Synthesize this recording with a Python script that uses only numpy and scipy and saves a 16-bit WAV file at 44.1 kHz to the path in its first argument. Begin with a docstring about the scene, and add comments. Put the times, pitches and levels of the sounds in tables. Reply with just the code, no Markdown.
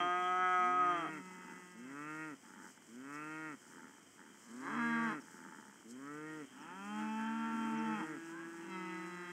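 """Young cattle mooing in a paddock

A hoarse animal repeats a short moo and rasps in between, while others near and far call over it.
Each moo is a stream of pulses from the vocal folds, shaped by the throat, nose and mouth.
Legs swish through grass, a small bird chips, and a scrubby slope sends back a faint echo."""
import sys
import numpy as np
from scipy import signal
from scipy.fft import rfft, irfft, next_fast_len
from scipy.io import wavfile

SR = 44100
rng = np.random.default_rng(int(sys.argv[2]) if len(sys.argv) > 2 else 0)


def dump_mix(stems):
    """Bounce the given channels to the path in sys.argv[1] as a 16-bit WAV at rate SR."""
    frames = np.atleast_2d(stems).T  # one column per channel
    limited = np.clip(frames, -1, 1)  # hard clip at full scale
    pcm = np.round(limited * 32767).astype(np.int16)
    wavfile.write(sys.argv[1], SR, pcm)


N = 411009
TIME = np.arange(N) / SR

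# The tone of the field, the hiss and the grass. Each row: frequency in Hz, boost or cut in dB.
FIELD_TONE = [(25, -42), (100, -11), (260, 4.5), (550, -10.5), (1200, -8.5), (2100, -8), (2750, -18.5),
              (3120, -5), (3600, -26.5)]
HISS_TONE = [(3600, -27.5), (4500, -19), (5000, -10), (7700, -5), (8500, -6.5), (9300, -17.5), (11000, -21),
             (15700, -23.5)]
GRASS_TONE = [(4300, -4.5), (5300, 2), (8000, 7.5), (9500, -6), (15000, -18)]
# Bird chips. Each row: start in seconds, first and last pitch in Hz, length in seconds, level in dB.
CHIPS = [(3.133, 6500, 4600, 0.036, -62), (5.193, 6400, 4700, 0.043, -62), (6.6, 6400, 4700, 0.037, -63),
         (7.764, 6840, 4700, 0.046, -60)]
# Legs brushing grass. Each row: middle and half length in seconds, level in dB.
SWISHES = [(1.283, 0.054, -69), (4.592, 0.17, -64.5), (5.908, 0.022, -59.5), (6.972, 0.12, -68.5)]
# Echoes off the slope. 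Each row: delay in seconds, level in dB.
ECHOES = [(0.048, -20), (0.112, -33)]

# Rasps between moos. Each row: start, peak and end in seconds, flaps per second, peak level in dB,
# uneven timing as a share of one flap.
RASPS = [(0.082, 0.424, 0.48, 130, -57, 0.1), (1.25, 1.518, 1.68, 79, -54, 0.075),
         (2.425, 2.663, 2.72, 94, -54.5, 0.072), (3.599, 3.8, 4.04, 85, -56.5, 0.058),
         (4.151, 4.221, 4.44, 86, -59, 0.058), (5.17, 5.5, 5.841, 84, -54, 0.039),
         (6.499, 6.662, 6.851, 99, -57.5, 0.046), (8.101, 8.663, 8.8, 116, -56, 0.095)]
# Single hard flaps in the rasps. Each row: time in seconds, strength in dB.
HARD_FLAPS = [(2.627, -22), (2.645, -18), (2.775, -18), (2.821, -23), (3.831, -20), (4.193, -17.5),
              (5.525, -16)]

# The course of single moos. Each row: time in seconds, pitch in Hz, mouth level in dB.
NEAR_MOO = [(-.03, 175.5, -32), (.2, 180.3, -35.5), (.42, 183.4, -34.5), (.58, 181.2, -33.5),
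            (.68, 179.8, -33), (.78, 181.4, -38), (.91, 176.9, -34.5), (1.02, 165.6, -39),
            (1.075, 147.4, -43), (1.11, 133.3, -54)]
SHORT_MOO = [(4.38, 104.5, -79), (4.5, 127, -68), (4.6, 146.3, -62.5), (4.66, 170.4, -47.5),
             (4.72, 220.2, -46), (4.775, 242.5, -47.5), (4.795, 235.5, -44), (4.95, 231.5, -43),
             (5.05, 229.4, -43.5), (5.09, 220.7, -42), (5.12, 203.4, -43.5), (5.17, 158.7, -59)]
LONG_MOO = [(6.53, 126.9, -69), (6.62, 150.5, -57), (6.7, 175.2, -51.5), (6.76, 190.5, -50.5),
            (6.9, 208.5, -45.5), (7.0, 215, -42), (7.2, 221.1, -42), (7.35, 226.2, -45), (7.5, 226.8, -45),
            (7.85, 222.7, -43.5), (7.94, 217.4, -40.5), (7.98, 206.2, -44), (8.02, 178.2, -42.5),
            (8.06, 143, -50)]
RISING_MOO = [(6.28, 116, -63), (6.45, 124.5, -63.5), (6.9, 144.3, -54), (6.95, 148.7, -49),
              (7.02, 153.6, -40.5), (7.1, 147, -49), (7.175, 139, -53), (7.2, 139.5, -46),
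              (7.3, 146, -45.5), (7.4, 149.5, -44), (7.8, 157, -45.5), (8.2, 165, -48.5), (8.7, 168, -48),
              (9.0, 163.5, -45.5), (9.12, 172.1, -48), (9.32, 174.4, -44.5)]
# Hoarse moos. Each row: start and end in seconds, pitch aimed for in Hz, nose and mouth levels in dB,
# darkness from 0 to 1.
HOARSE_MOOS = [(-.6, 0.088, 163, -43, -45, 0.6), (0.576, 1.224, 161.3, -43, -42, 0.1),
               (1.74, 2.356, 161.2, -43, -42, 0.23), (2.875, 3.562, 160, -43.5, -41, 0.22),
               (4.48, 5.211, 161.9, -40.5, -40.5, 0.08), (5.84, 6.463, 160, -43, -46, 1),
               (7.447, 8.193, 158.8, -42.5, -44.5, 0.87)]
# Far moos. Each row: start in seconds, pitch multiplier, nose and mouth levels in dB, whistle in dB.
FAR_MOOS = [(.56, 1.011, -50.5, -64.5, 12), (8.17, 1, -44, -57, 33.5)]
# A far moo climbs, breaks into full voice and sags. Each row: seconds in, pitch in Hz, change in dB.
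FAR_SHAPE = [(0, 151.1, -14), (.3, 174, -16), (.4, 189, -16), (.51, 193, -6.5), (0.535, 189.7, -1),
             (.58, 186.5, 3), (0.66, 183, 1), (1.1, 178.6, -2), (1.28, 176.5, -6.5), (1.379, 157, -3)]
# A distant calf's squeal. Each row: start and end in seconds, first and last pitch in Hz, level in dB.
SQUEALS = [(8.275, 8.482, 468.4, 556, -50)]

# How throat and muzzle shape each voice. Each row: frequency in Hz, boost or cut in dB.
NEAR_THROAT = [(180, -21.5), (360, -7.5), (540, -27), (720, -3.5), (900, -16.5), (1080, -13), (1270, 0.5),
               (1450, -15), (1640, -12), (1820, -24.5), (2300, -22.5), (2750, -33.5), (3450, -45),
               (3750, -49), (9000, -53.5)]
SHORT_THROAT = [(150, -38), (235, 6), (460, -16), (700, -17), (920, -3), (1170, -1.5), (1400, -10),
                (1630, 1), (1870, -10), (2100, -7.5), (2400, -26), (2750, -29), (3000, -26), (3250, -16.5),
                (3700, -54), (5200, -31), (9000, -51)]
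LONG_THROAT = [(150, -26.5), (225, 1.5), (450, -24), (680, -23), (890, -1), (1130, -16.5), (1360, -6),
               (1600, -17), (2200, -23.5), (3200, -17), (3600, -57), (5200, -35), (9000, -45.5)]
RISING_THROAT = [(160.0, -10.5), (330.0, 8), (490.0, -27), (670.0, -26), (830.0, -17.5), (1000.0, -23),
                 (1350.0, -13), (1650.0, -14.5), (2100.0, -23.5), (3200.0, -26.5), (3700.0, -42.5),
                 (9000.0, -46.5)]
HOARSE_THROAT = [(110, -30), (155, -13.5), (240, 3), (320, -6), (470, -17.5), (750, -24.5), (930, -16),
                 (1100, -23), (1350, -8.5), (1650, -19.5), (2400, -29), (3500, -50), (5500, -41.5),
                 (9000, -45.5)]
FAR_THROAT = [(185, -3), (370, -8.5), (550, -22), (740, -14.5), (920, 0.5), (1100, -5.5), (1300, 5.5),
              (1480, -13), (2020, -3), (2400, -16), (2650, -1.5), (2950, -27), (3200, -6), (3600, -56),
              (5200, -17), (9000, -73)]
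SQUEAL_THROAT = [(500, -21), (1000, -5), (1130, -10), (1450, -4), (1620, -1.5), (2100, -19), (3000, -50)]
RASP_THROAT = [(65, -52), (110, -24), (134, -18.5), (204, 7.5), (320, 2), (476, -10), (590, -17.5),
               (732, -42), (869, 2.5), (1050, -10.5), (1400, 0), (1860, -5), (2410, -28), (2860, -60.5),
               (3070, -41), (3400, -53), (4420, -75), (7480, -120)]
# Narrow bands where a call rings or dips. Each row: centre and half width in Hz, boost or cut in dB.
NEAR_RINGS = [(2007, 110, 9.5), (3190, 150, 21.5), (4370, 93, 0), (5950, 310, 17.5)]
SHORT_RINGS = [(3950, 110, 26)]
LONG_RINGS = [(2590, 150, 3.5), (2930, 112, -28)]
HOARSE_RINGS = [(1920, 90, 11.2), (2198, 117, 11.5), (2612, 168, 17.3)]
DARK_RINGS = [(453, 20, 10), (1370, 140, -3), (2590, 310, -7.5)]
HARD_FLAP_RINGS = [(2550, 420, 9.7)]
# Where a voice cracks. Each row: middle and half length in seconds, added roughness from 0 to 1.
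NEAR_CRACKS = [(1.06, 0.028, 0.25)]
SHORT_CRACKS = [(4.68, 0.04, 0.5), (4.762, 0.022, 0.9), (5.135, 0.022, 0.4)]
LONG_CRACKS = [(7.6, .33, .05), (8.005, 0.023, 0.6)]
# Gliding bands; those below 3000 Hz are vowels made by jaw and tongue. Each row: width in Hz, then
# a path. Each point on the path: time in seconds, centre in Hz, boost or cut in dB.
SHORT_GLIDES = [(180, [(4.65, 1240, 2.9), (4.82, 1400, 9.5), (4.9, 1829, 4), (5.0, 1190, 6.4),
                (5.12, 1301, 1)])]
RISING_GLIDES = [(160, [(6.9, 1327, -2), (7.02, 1440, 5), (7.2, 1676, 11), (7.35, 1710, 6),
                 (7.48, 1780, 11), (7.6, 1790, 1), (8.2, 1640, 8.5), (8.7, 1660, 1)]),
                 (450, [(6.28, 3120, 17), (6.5, 3140, 14), (6.75, 3070, 11), (6.95, 3050, -3)])]
# In these two, the last row is a thin ring near 3200 Hz that flares and fades during the moo.
NEAR_GLIDES = [(160, [(0, 1400, -9), (.13, 1640, 5), (.25, 1450, -3), (.42, 1490, 9), (.56, 1490, 8),
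               (.68, 1270, 1.5), (.8, 1270, 9), (1.0, 1210, 1.5)]), (160, [(.12, 2650, 7), (.25, 2380, 0.5),
               (.64, 2250, 8.5), (.92, 2764, 4.5)]), (220, [(0, 3280, 7.5), (.07, 3220, 1.5),
               (.31, 3100, 5), (.68, 3280, -0.5), (.9, 3240, -3.5), (1.0, 3170, 3.5)])]
LONG_GLIDES = [(140, [(6.75, 1680, 10), (7.0, 2000, 1), (7.32, 1550, 7.7), (7.8, 1579, 2.02)]),
               (180, [(6.9, 1250, 5), (7.1, 1260, -6), (7.45, 1151, 9.5), (7.85, 1190, 5)]),
               (220, [(7.0, 3130, 3.5), (7.53, 3205, -2.5), (7.6, 3160, 10), (7.74, 3176, -5),
               (7.95, 3250, 5)])]
# Gliding bands for repeated moos, with time counted from the start of the moo.
HOARSE_GLIDES = [(170, [(0, 945, -4), (.23, 1116, 12.5), (.38, 1300, 6), (.54, 1380, 2), (.66, 1290, 4)]),
                 (200, [(0, 1460, 15), (.26, 1700, 9.5), (.46, 1830, 2), (.66, 1810, 5.5)]),
                 (500, [(0, 2200, -2), (.3, 2430, 3), (.55, 2660, -3.5), (.66, 2700, -3.5)])]
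FAR_GLIDES = [(120, [(0, 1450, 0), (.55, 1490, -5), (.7, 1660, 7), (1.3, 1610, 14.5)]), (120, [(0, 1080, 3),
              (.54, 940, 2.8), (.8, 920, 3), (1.3, 1080, 1.3333)]), (400, [(0, 1900, -11), (.3, 2070, -8),
              (.5, 1700, 0), (.7, 1410, 0.5), (1.3, 1350, -2.5)])]
# One more such path, a vowel sweeping upward. The darker a hoarse moo, the stronger it is.
DARK_VOWEL_WIDTH_HZ, DARK_VOWEL = 84, [(.1, 970, 6.2), (.2, 1160, 12), (.29, 1430, 7.3),
                                       (.37, 1600, 6.8), (.44, 1890, 9.6), (.62, 1980, 2.4)]
# Bands in which the voices waver. Each row: centre in Hz, typical swing in dB.
WAVERING_BANDS = [(1500, 1.2), (1800, 1.8), (2150, 2), (2500, 2.2), (2850, 2.5), (3220, 3)]


def from_db(db):
    """Turn decibels into a multiplier."""
    return 10 ** (np.asarray(db) / 20)


def rms_one(x):
    """Scale a sound to an average (RMS) level of 1."""
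    return x / np.sqrt(np.mean(x ** 2) + 1e-20)


def drift(size, per_second):
    """A random line that wanders around zero by about 1."""
    points = rng.standard_normal(int(size / SR * per_second) + 3)
    return np.interp(np.arange(size) / SR * per_second, np.arange(len(points)), points)


def swell(t, centre, half_width):
    """A smooth bump of height 1."""
    return np.exp(-((t - centre) / half_width) ** 2)


def span(start, end):
    """The sample numbers of a call, and a quick fade at both ends."""
    at = np.flatnonzero((TIME >= start) & (TIME <= end))
    return at, np.clip(np.minimum(TIME[at] - start, end - TIME[at]) / .015, 0, 1)


def above(x, hz):
    """Keep the highs, fading them in over the octave above hz."""
    size = 2 * next_fast_len(len(x))
    share = np.clip(np.log2(np.maximum(np.fft.rfftfreq(size, 1 / SR), 1) / hz), 0, 1)
    return irfft(rfft(x, size) * share)[:len(x)]


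def colour(x, tone, rings=()):
    """Filter a sound by a tone table and narrow rings, losing 24 dB an octave past the table's ends."""
    size = 2 * next_fast_len(len(x) // 2 + 2048)
    octave = np.log2(np.maximum(np.fft.rfftfreq(size, 1 / SR), 10))
    hz, db = np.transpose(tone)
    outside = np.maximum(np.log2(hz[0]) - octave, 0) + np.maximum(octave - np.log2(hz[-1]), 0)
    peaks = sum(height * swell(2 ** octave, centre, half) for centre, half, height in rings)
    gain = from_db(np.interp(octave, np.log2(hz), db) + peaks - 24 * outside)
    # make the filter ring after each pulse, never before it (minimum phase)
    cepstrum = irfft(np.log(gain))
    cepstrum[1:size // 2] *= 2
    cepstrum[size // 2 + 1:] = 0
    return irfft(rfft(x, size) * np.exp(rfft(cepstrum)))[:len(x)]


def background(field_db=-64, hiss_db=-67, flutter_db=1.5, grain_db=1.5):
    """The open field murmurs low under a fine, slightly restless hiss."""
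    field = from_db(field_db) * rms_one(colour(rng.standard_normal(N), FIELD_TONE))
    restless = from_db(flutter_db * drift(N, 14) + grain_db * drift(N, 400))
    return field + from_db(hiss_db) * rms_one(colour(rng.standard_normal(N) * restless, HISS_TONE))


def bird():
    """Each chip is a thin tone sliding down."""
    out = np.zeros(N)
    for start, first_hz, last_hz, length, db in CHIPS:
        size, at = int(length * SR), int(start * SR)
        cycles = np.cumsum(np.linspace(first_hz, last_hz, size)) / SR
        out[at:at + size] += from_db(db) * np.hanning(size) * np.sin(2 * np.pi * cycles)
    return out


def grass(grain_db=3.0):
    """Dry stalks brush past legs in grainy swells."""
    strokes = sum(from_db(db) * swell(TIME, middle, half) for middle, half, db in SWISHES)
    grains = rng.standard_normal(N) * from_db(grain_db * drift(N, 300))
    return strokes * rms_one(colour(grains, GRASS_TONE))


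def slope_echo(x, scatter_db=-23, fade_s=0.23, dull_hz=2200):
    """The slope returns dull echoes, and its bushes add a thin scatter."""
    scatter = rng.standard_normal(SR) * from_db(-60 * TIME[:SR] / fade_s)
    response = from_db(scatter_db) * rms_one(scatter) / np.sqrt(SR)
    for delay, db in ECHOES:
        response[int(delay * SR)] += from_db(db)
    echoes = signal.fftconvolve(x, response)[:N]
    return signal.sosfilt(signal.butter(1, dull_hz, fs=SR, output="sos"), echoes)


def through_grass(x, hz=1200, width_hz=600):
    """The way through the grass spreads each pulse over about a millisecond, keeping its tone."""
    decay = np.exp(-np.pi * width_hz / SR)
    poles = [1, -2 * decay * np.cos(2 * np.pi * hz / SR), decay * decay]
    return signal.lfilter(poles[::-1], poles, x)


def wavering(x, width_hz=350, per_second=22):
    """The upper overtones swell and sink, each band on its own."""
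    for hz, depth_db in WAVERING_BANDS:
        band = signal.lfilter(*signal.iirpeak(hz, hz / width_hz, fs=SR), x)
        x = x + band * (from_db(depth_db * drift(N, per_second)) - 1)
    return x


def fold_pulses(cycles, jitter, shimmer_db):
    """The vocal folds click as they close, uneven in timing (jitter) and strength (shimmer)."""
    beats = np.arange(int(cycles[-1])) + .5
    late, loud = rng.standard_normal((2048, 2))[:len(beats)].T
    jitter = np.interp(beats, cycles, jitter * np.ones(len(cycles)))
    shimmer_db = np.interp(beats, cycles, shimmer_db * np.ones(len(cycles)))
    where = np.interp(beats + jitter * late, cycles, np.arange(len(cycles)))
    strength = from_db(shimmer_db * np.clip(loud, -2, 1))
    # share each click between the two nearest samples
    out = np.zeros(len(cycles) + 1)
    np.add.at(out, where.astype(int), strength * (1 - where % 1))
    np.add.at(out, where.astype(int) + 1, strength * (where % 1))
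    return out[:-1]


def rasps(swell_db=9, fade_db=14.5, slowing=.35, puff_s=.004, air=.07):
    """Slack folds flap and let puffs through. A rasp swells, then fades and slows as air runs out."""
    out = np.zeros(N)
    for start, peak, end, flaps_per_s, peak_db, jitter in RASPS:
        at, gate = span(start, end)
        starting = np.maximum((peak - TIME[at]) / (peak - start), 0)
        ending = np.maximum((TIME[at] - peak) / (end - peak), 0)
        rate = flaps_per_s * (1 - slowing * ending)
        db = peak_db - swell_db * starting ** 1.3 - fade_db * ending ** 1.46
        flaps = fold_pulses(np.cumsum(rate) / SR, jitter, shimmer_db=1.5) / np.sqrt(rate)
        puffs = signal.lfilter([1], [1, -np.exp(-1 / (puff_s * SR))], flaps)
        puffs *= rng.standard_normal(len(at))
        out[at] += gate * from_db(db) * rms_one(colour(flaps + air * puffs, RASP_THROAT))
    hard_flaps = np.zeros(N)
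    for s, db in HARD_FLAPS:
        hard_flaps[int(s * SR)] = from_db(db)
    return out + colour(hard_flaps, RASP_THROAT, HARD_FLAP_RINGS)


def glide(x, t, width_hz, path):
    """Boost or cut one band of a sound, its centre and strength following a path."""
    s, hz, db = np.transpose(path)
    spin = np.exp(2j * np.pi * np.cumsum(np.interp(t, s, hz)) / SR)
    decay = np.exp(-np.pi * width_hz / SR)
    # shift the band down to 0 Hz, smooth away the rest, shift it back
    band = 2 * np.real(spin * signal.lfilter([(1 - decay) / 2] * 2, [1, -decay], x / spin))
    return x + (from_db(np.interp(t, s, db)) - 1) * band


def follow(rows):
    """A call that follows a table. Gives its samples, fade, pitch and mouth level."""
    s, hz, db = np.transpose(rows)
    at, gate = span(s[0], s[-1])
    return at, gate, np.interp(TIME[at], s, hz), np.interp(TIME[at], s, db)


def arch(start, end, aim_hz, mouth_db, scoop_s=.205, collapse_s=.033):
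    """A call that scoops up in pitch as the mouth opens, holds, then collapses."""
    at, gate = span(start, end)
    scoop = 1 - .335 * np.exp(-((TIME[at] - start) / scoop_s) ** 1.2)
    collapse = 1 - .31 * np.exp((TIME[at] - end) / collapse_s)
    opening_db = 71 * np.log2(scoop) + 40.5 * np.log2(collapse)
    return at, gate, aim_hz * scoop * collapse, mouth_db + opening_db - opening_db.max()


def moo(call, throat, nose_db, nose_follows, rough, slack, air,
        rings=(), cracks=(), glides=(), glides_from=0, lift=0.049, waver=0.001536):
    """Fold pulses ring in the throat. The nose lets out the lows, the opening mouth the rest."""
    at, gate, pitch, mouth_db = call
    hum_db = nose_db + nose_follows * (mouth_db - mouth_db.max())
    effort = pitch / pitch.max()
    # the folds beat unevenly when the pitch sags and where the voice cracks
    cracking = sum(more * swell(TIME[at], middle, half) for middle, half, more in cracks)
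    rough = rough + slack * (1 - effort) + cracking
    cycles = np.cumsum(pitch * (1 + waver * drift(len(at), 35.53))) / SR
    folds = fold_pulses(cycles, jitter=0.099 * rough, shimmer_db=5 * rough) * SR / pitch / 2
    # air escapes once a cycle and hisses most in the treble
    puffs = rng.standard_normal(len(at)) * np.sin(np.pi * cycles) ** 2 * np.sqrt(SR / pitch)
    puffs = signal.sosfilt(signal.butter(1, 1800, "high", fs=SR, output="sos"), puffs)
    voice = colour(folds + (air + .4 * rough) * puffs, throat, rings)
    for width_hz, path in glides:
        voice = glide(voice, TIME[at] - glides_from, width_hz, path)
    bright = above(voice, 400)
    # tense folds snap shut harder, so the brassy top grows with effort
    brass = above(voice, 2300) * (effort ** (np.log(1000) * lift) - 1)
    out = np.zeros(N)
    out[at] = gate * ((voice - bright) * from_db(hum_db) + (bright + brass) * from_db(mouth_db))
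    return out


def far_cattle(ring=(2030, 155, 6.5), whistle_hz=3940):
    """Far moos carry a whistling overtone."""
    out = np.zeros(N)
    for start, ratio, nose_db, mouth_db, whistle_db in FAR_MOOS:
        call = follow([(start + s, ratio * hz, mouth_db + db) for s, hz, db in FAR_SHAPE])
        out += moo(call, FAR_THROAT, nose_db, nose_follows=.85, rough=.012, slack=.02, air=.08,
                   rings=[ring, (whistle_hz, 150, whistle_db)], glides=FAR_GLIDES, glides_from=start)
    return out


def squealing_calf():
    """A distant calf squeals, high and rising, loudest in the middle."""
    out = np.zeros(N)
    along = np.linspace(0, 1, 12)
    for start, end, first_hz, last_hz, db in SQUEALS:
        pitch = last_hz - (last_hz - first_hz) * (1 - along) ** 1.7
        mouth_db = db - 9 * (2 * along - 1) ** 2
        call = follow(np.transpose([start + (end - start) * along, pitch, mouth_db]))
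        out += moo(call, SQUEAL_THROAT, nose_db=db, nose_follows=1, rough=.02, slack=.1, air=.05)
    return out


def other_callers():
    """A short and a long moo crack as they go, and a lower one slowly rises."""
    short = moo(follow(SHORT_MOO), SHORT_THROAT, nose_db=-39.5, nose_follows=.91, rough=.022,
                slack=.05, air=.13, rings=SHORT_RINGS, cracks=SHORT_CRACKS, glides=SHORT_GLIDES)
    long = moo(follow(LONG_MOO), LONG_THROAT, nose_db=-36, nose_follows=.8, rough=.008,
               slack=.03, air=.06, rings=LONG_RINGS, cracks=LONG_CRACKS, glides=LONG_GLIDES)
    rising = moo(follow(RISING_MOO), RISING_THROAT, nose_db=-50.5, nose_follows=.68, rough=.02,
                 slack=.03, air=.09, glides=RISING_GLIDES)
    return short + long + rising


def near_calf():
    """One clear, close moo turns rough as its pitch drops."""
    return moo(follow(NEAR_MOO), NEAR_THROAT, nose_db=-36.5, nose_follows=.15, rough=.005,
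               slack=.24, air=.03, rings=NEAR_RINGS, cracks=NEAR_CRACKS, glides=NEAR_GLIDES)


def hoarse_animal():
    """One breathy moo comes again and again, sometimes darker in tone."""
    out = np.zeros(N)
    for start, end, aim_hz, nose_db, mouth_db, dark in HOARSE_MOOS:
        rings = HOARSE_RINGS + [(hz, half, dark * db) for hz, half, db in DARK_RINGS]
        dark_path = [(s, hz, dark * db) for s, hz, db in DARK_VOWEL]
        glides = HOARSE_GLIDES + [(DARK_VOWEL_WIDTH_HZ, dark_path)]
        out += moo(arch(start, end, aim_hz, mouth_db), HOARSE_THROAT, nose_db, nose_follows=.33,
                   rough=.022, slack=.1, air=.16, rings=rings, glides=glides, glides_from=start, lift=.25)
    return out


def scene():
    """Mix the cattle, their echo and the paddock into one channel."""
    moos = near_calf() + hoarse_animal() + other_callers() + far_cattle() + squealing_calf()
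    cattle = through_grass(wavering(moos) + rasps())
    return (cattle + slope_echo(cattle) + grass() + bird() + background())[None]


def record(dry, cutoff_hz=15600):
    """Cut off the very highest treble."""
    return signal.sosfilt(signal.ellip(10, .1, 80, cutoff_hz, fs=SR, output="sos"), dry)


dry = scene()
out = record(dry)
dump_mix(out)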